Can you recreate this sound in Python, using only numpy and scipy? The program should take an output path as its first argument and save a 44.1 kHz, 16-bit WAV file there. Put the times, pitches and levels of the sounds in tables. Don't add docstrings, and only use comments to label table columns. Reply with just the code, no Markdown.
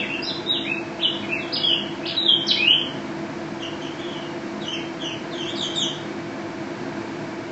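import sys
import numpy as np
from scipy import signal
from scipy.fft import rfft, irfft, next_fast_len
from scipy.io import wavfile
from scipy.ndimage import uniform_filter1d, map_coordinates

SR = 44100
rng = np.random.default_rng(int(sys.argv[2]) if len(sys.argv) > 2 else 0)


def linear_from_db(decibels):
    return 10 ** (np.asarray(decibels, float) / 20)


def put_to_file(sound):
    columns = np.atleast_2d(sound).T
    safe = np.clip(columns, -1, 1)
    whole_steps = np.round(safe * 32767)
    wavfile.write(sys.argv[1], SR, whole_steps.astype(np.int16))


N = 331191


def unit(x):
    return x / np.sqrt(np.mean(x ** 2) + 1e-20)


def along(points, hz):
    point_hz, value = np.transpose(points)
    return np.interp(np.log(hz + 1), np.log(point_hz + 1), value)


def wobble(rate, count=N):
    knots = rng.standard_normal(int(count * rate / SR) + 4)
    return map_coordinates(knots, [np.arange(count) * rate / SR])


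def filtered(x, response):
    size = next_fast_len(N + 8192)
    spectrum = rfft(x, size) * response(np.fft.rfftfreq(size, 1 / SR))
    return irfft(spectrum, size)[:N]


# start in seconds, length in seconds,
# first pitch in Hz, last pitch in Hz, peak level in dB before the throat's colouring.
NEAR_SONG = [ (-.09, 0.095, 3780, 3080, -33.5), (-.008, 0.022, 2910, 2510, -24),
             (.016, 0.035, 2450, 1920, -25.5), (.096, 0.02, 2480, 2737, -27.5),
             (.122, .014, 2745, 2700, -22), (.135, 0.016, 2820, 3240, -35), (.221, 0.03, 4700, 5370, -27.5),
             (.246, 0.011, 5210, 5710, -24), (.246, 0.024, 3680, 4010, -34.5),
             (.268, 0.011, 3770, 4160, -26.5), (.284, 0.012, 4150, 3860, -21.5),
             (.293, 0.012, 3910, 3280, -26), (.462, 0.051, 3640, 3924, -26),
             (.484, 0.041, 3785, 3800, -24.5), (.516, .026, 3903, 3480, -23), (.54, 0.031, 3580, 2680, -27),
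             (.65, 0.026, 2070, 2536, -24.5), (.675, 0.0587, 2460, 2645, -19.5),
             (.988, 0.02, 2230, 3290, -34), (1.011, 0.012, 2307, 3980, -26),
             (1.024, 0.027, 4020, 2960, -22.5), (1.046, 0.019, 3100, 2877, -15),
             (1.225, .022, 2570, 2060, -32.5), (1.29, 0.035, 2413, 2634, -27),
             (1.316, 0.029, 2680, 2620, -24.5), (1.343, 0.052, 2600, 1980, -27),
             (1.385, 0.055, 4040, 3320, -43.5), (1.425, 0.049, 3370, 3190, -43.5),
             (1.522, 0.014, 3790, 4990, -23.5), (1.53, 0.023, 5090, 4834, -22),
             (1.547, 0.017, 4900, 2970, -22.5), (1.565, 0.046, 2890, 2950, -29.5),
             (1.61, 0.032, 3415, 3430, -29), (1.635, 0.052, 3363, 3204, -19.5),
             (1.684, 0.037, 3180, 2860, -18), (1.712, 0.023, 2865, 2665, -22.5),
             (2.03, 0.025, 2470, 2710, -30.5), (2.054, 0.018, 2596, 5050, -24),
             (2.076, 0.028, 5080, 2280, -25), (2.166, 0.021, 3910, 3900, -17),
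             (2.192, 0.021, 3850, 3770, -25.5), (2.218, 0.019, 3700, 3730, -20.5),
             (2.26, .04, 3666, 3210, -20), (2.295, 0.061, 3170, 3126, -24), (2.468, 0.014, 5230, 6420, -22),
             (2.479, 0.011, 5390, 4240, -16.5), (2.487, 0.018, 4180, 3750, -13.5),
             (2.502, 0.018, 3650, 2910, -19), (2.512, 0.012, 2930, 2100, -25.5),
             (2.558, .03, 2097, 2490, -25.5), (2.585, 0.065, 2400, 2615, -19.5),
             (2.648, 0.0387, 2646, 2900, -20), (2.678, 0.022, 2912, 2906, -14.5),
             (2.696, 0.02, 2874, 3120, -15.5), (2.716, 0.027, 3170, 3375, -27)]
# share of the length before the
# loudest moment, start in dB below peak, end in dB below peak, easing exponent of the glide.
NEAR_RISING = (0.61, 4.2, 4.9, 1.25)
NEAR_FALLING = (.5, 2.8, 5.1, 1.25)
# pitch in Hz, gain in dB.
NEAR_THROAT = [(2000, -6.5), (2600, -2), (3200, 1.5), (4000, -2), (5200, -1), (6400, -18.5)]


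def near_bird():
    whistles = slurs(NEAR_SONG, NEAR_RISING, NEAR_FALLING, NEAR_THROAT)
    return bird(whistles, overtone_db=-43.5, strain=0, flutter_db=2.5, jitter=0.012, wet_db=3)


# start in seconds, length in seconds,
# first pitch in Hz, last pitch in Hz, peak level in dB before the throat's colouring.
FAR_SONG = [ (3.598, 0.014, 3260, 3190, -42), (3.62, 0.02, 3280, 2600, -41),
            (3.81, 0.015, 3060, 3380, -39.5), (3.838, 0.018, 3300, 2460, -39.5),
            (3.98, 0.021, 3200, 3275, -41), (4.0, 0.029, 3200, 2380, -45), (4.03, 0.041, 3410, 3174, -48),
            (4.07, 0.045, 3350, 3040, -46), (4.11, 0.0614, 3220, 2910, -46), (4.175, .075, 3135, 2820, -48),
            (4.606, 0.05, 4020, 3050, -43), (4.653, 0.046, 2990, 3070, -38),
            (4.712, 0.027, 3120, 2983, -38.5), (4.726, 0.032, 2900, 2343, -36),
            (4.76, 0.036, 2310, 1950, -36), (4.995, 0.035, 3330, 3120, -43.5),
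            (5.03, 0.037, 3150, 2875, -37), (5.068, .055, 2900, 2410, -45), (5.31, 0.036, 4250, 3300, -42),
            (5.34, 0.049, 3380, 3150, -39), (5.4, 0.037, 3150, 2600, -39.5), (5.42, 0.046, 3255, 3200, -43),
            (5.465, 0.04, 3260, 3750, -40), (5.555, 0.01, 5290, 4040, -34),
            (5.564, 0.026, 3884, 3690, -35.5), (5.594, 0.066, 3660, 3097, -36),
            (5.744, 0.014, 5590, 3830, -38.5), (5.749, 0.031, 3880, 3640, -34.5),
            (5.78, 0.055, 3580, 3120, -34.5)]
# share of the length before the
# loudest moment, start in dB below peak, end in dB below peak, easing exponent of the glide.
FAR_RISING = (0.51, 4.3, 5.6, 0.98)
FAR_FALLING = (0.55, 2, 3.6, 1.4)
# pitch in Hz, gain in dB.
FAR_THROAT = [(2000, -11.5), (2600, 0), (3200, 1), (4000, 1), (5600, 2)]


def far_bird():
    whistles = slurs(FAR_SONG, FAR_RISING, FAR_FALLING, FAR_THROAT)
    return bird(whistles, overtone_db=-10.5, strain=1.0, flutter_db=4.5, jitter=0.028, wet_db=8)


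def slurs(rows, rising, falling, throat):
    whistles = []
    for start, length, from_hz, to_hz, peak_db in rows:
        loudest, attack_db, release_db, easing = rising if to_hz > from_hz else falling
        u = np.linspace(0, 1, num=25)
        pitch = to_hz + (from_hz - to_hz) * (1 - u) ** easing
        swell_db = np.interp(u, [0, np.clip(loudest, 0.05, 0.95), 1], [-attack_db, 0, -release_db])
        level_db = peak_db + swell_db + along(throat, pitch)
        whistles.append(np.transpose([start + length * u, pitch, level_db]))
    return whistles


def bird(whistles, overtone_db, strain, flutter_db, jitter, wet_db):
    throat_hz, throat_width_hz = 6300, 1800
    out = np.zeros(N + 2 * SR)
    edge = round(0.0012 * SR)
    for rows in whistles:
        knot_s, knot_hz, knot_db = np.transpose(rows)
        t = np.arange(knot_s[0], max(knot_s[-1], knot_s[0] + 0.0065), 1 / SR)
        pitch = uniform_filter1d(np.interp(t, knot_s, knot_hz), size=90, mode="nearest")
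        pitch *= 1 + jitter * wobble(420, count=len(t))
        phase = 2 * np.pi * np.cumsum(pitch) / SR
        octave_db = overtone_db + strain * (knot_db.max() + 34.5)
        resonance = 1 / (1 + ((2 * pitch - throat_hz) / throat_width_hz) ** 4)
        tone = np.sin(phase) + linear_from_db(octave_db) * resonance * np.sin(2 * phase)
        i = np.arange(len(t))
        fade = np.clip(np.minimum(i, i[::-1]) / edge, 0, 1)
        level_db = np.interp(t, knot_s, knot_db)
        tone *= fade * linear_from_db(level_db + flutter_db * wobble(118, count=len(t)))
        heard = signal.fftconvolve(tone, room_answer(wet_db))
        start = round((knot_s[0] + 1) * SR)
        out[start:start + len(heard)] += heard
    return out[SR:SR + N]


# frequency in Hz, time in seconds for the tail's own decay to fall by 60 dB.
ROOM_DECAY = [(2000, 0.41), (3000, 0.51), (4200, 0.57), (6000, 0.44), (8000, 0.31)]


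def room_answer(wet_db):
    grain_db = 3
    early_db, early_s = -0.5, 0.012
    build_up_s = 0.0051
    hz, t, z = signal.stft(rng.standard_normal(SR * 3 // 4), SR, nperseg=256)
    z = z * linear_from_db(grain_db * rng.standard_normal(z.shape))
    decay = linear_from_db(-60 * t / along(ROOM_DECAY, hz)[:, None])
    tail = signal.istft(z * decay, SR, nperseg=256)[1]
    age = np.arange(len(tail)) / SR
    tail *= 1 - np.exp(-age / build_up_s)
    tail *= 1 + linear_from_db(early_db) * np.exp(-age / early_s)
    tail *= linear_from_db(wet_db) / np.linalg.norm(tail)
    tail[0] += 1
    return tail


# frequency in Hz, relative density in dB per Hz.
FAN_AIR = [(20, -27), (32, -34), (45, -31.5), (80, -26), (120, -17.5), (180, -15.5), (300, -10.5),
           (400, -19.5), (600, -20.5), (800, -21.5), (1500, -21.5), (2250, -23.5), (3400, -31.5),
           (4500, -31.5), (7800, -41.5), (8600, -47.5)]
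# centre in Hz, width in Hz, lift in dB at the centre for that mode alone.
ROOM_MODES = [(108, 27, 7), (151.7, 8.8, 13), (205.6, 9.5, 13.5), (266, 21, 7.5), (276, 58, 0.5),
              (349.4, 35, 13), (443, 25, 7), (505.3, 34, 9.5), (641.4, 25, 12), (673.5, 71, 7.5),
              (726, 49, 4.5), (856, 13, 8.5), (960, 190, 6), (1622, 260, 3.5), (2280, 38, 7.5)]
# frequency in Hz, level in dB rms about which the tone wavers.
FAN_TONES = [(334, -38), (667, -50), (896, -59.5)]


def fan():
    def air_response(hz):
        lift = 1
        for centre_hz, width_hz, lift_db in ROOM_MODES:
            lift = lift + (linear_from_db(lift_db) - 1) / (1 + (2 * (hz - centre_hz) / width_hz) ** 2)
        return linear_from_db(along(FAN_AIR, hz)) * lift

    air = unit(filtered(rng.standard_normal(N), air_response))
    t = np.arange(N) / SR
    tones = np.zeros(N)
    for hz, level_db in FAN_TONES:
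        level = np.sqrt(2) * linear_from_db(level_db + 2.4 * wobble(9))
        tones += level * np.sin(2 * np.pi * hz * t + 1.18 * wobble(5))
    air_db = -31.5 + 0.75 * wobble(1.4)
    return linear_from_db(air_db) * air + tones


def scene():
    return (near_bird() + far_bird() + fan())[None]


def drop_masked(x, under_db, up_db_per_khz, down_db_per_khz, from_hz, linger):
    hz, _, z = signal.stft(x, SR, nperseg=1024)
    power = uniform_filter1d(np.abs(z) ** 2, size=5, axis=0)
    power = uniform_filter1d(power, size=3, axis=1) + 1e-20
    gap_khz = (hz[:, None] - hz) / 1000
    reach_db = np.where(gap_khz > 0, -up_db_per_khz * gap_khz, down_db_per_khz * gap_khz)
    spread = linear_from_db(2 * (reach_db - under_db)) * (hz > from_hz)
    hidden = signal.lfilter([1 - linger], [1, -linger], spread @ power, axis=1)
    keep = 1 / (1 + (hidden / power) ** 4)
    return signal.istft(z * keep, SR, nperseg=1024)[1][:N]


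def band_limit(x):
    return signal.sosfilt(signal.butter(12, 8010, fs=SR, output="sos"), x)


def record(dry):
    top_hz = 7950
    kept = drop_masked(dry[0], under_db=22.7, up_db_per_khz=12.83, down_db_per_khz=42, from_hz=1800, linger=0.59)
    mix = filtered(kept, lambda hz: 1 / (1 + (hz / top_hz) ** 60))[None]
    return band_limit(mix)


dry = scene()
out = record(dry)
put_to_file(out)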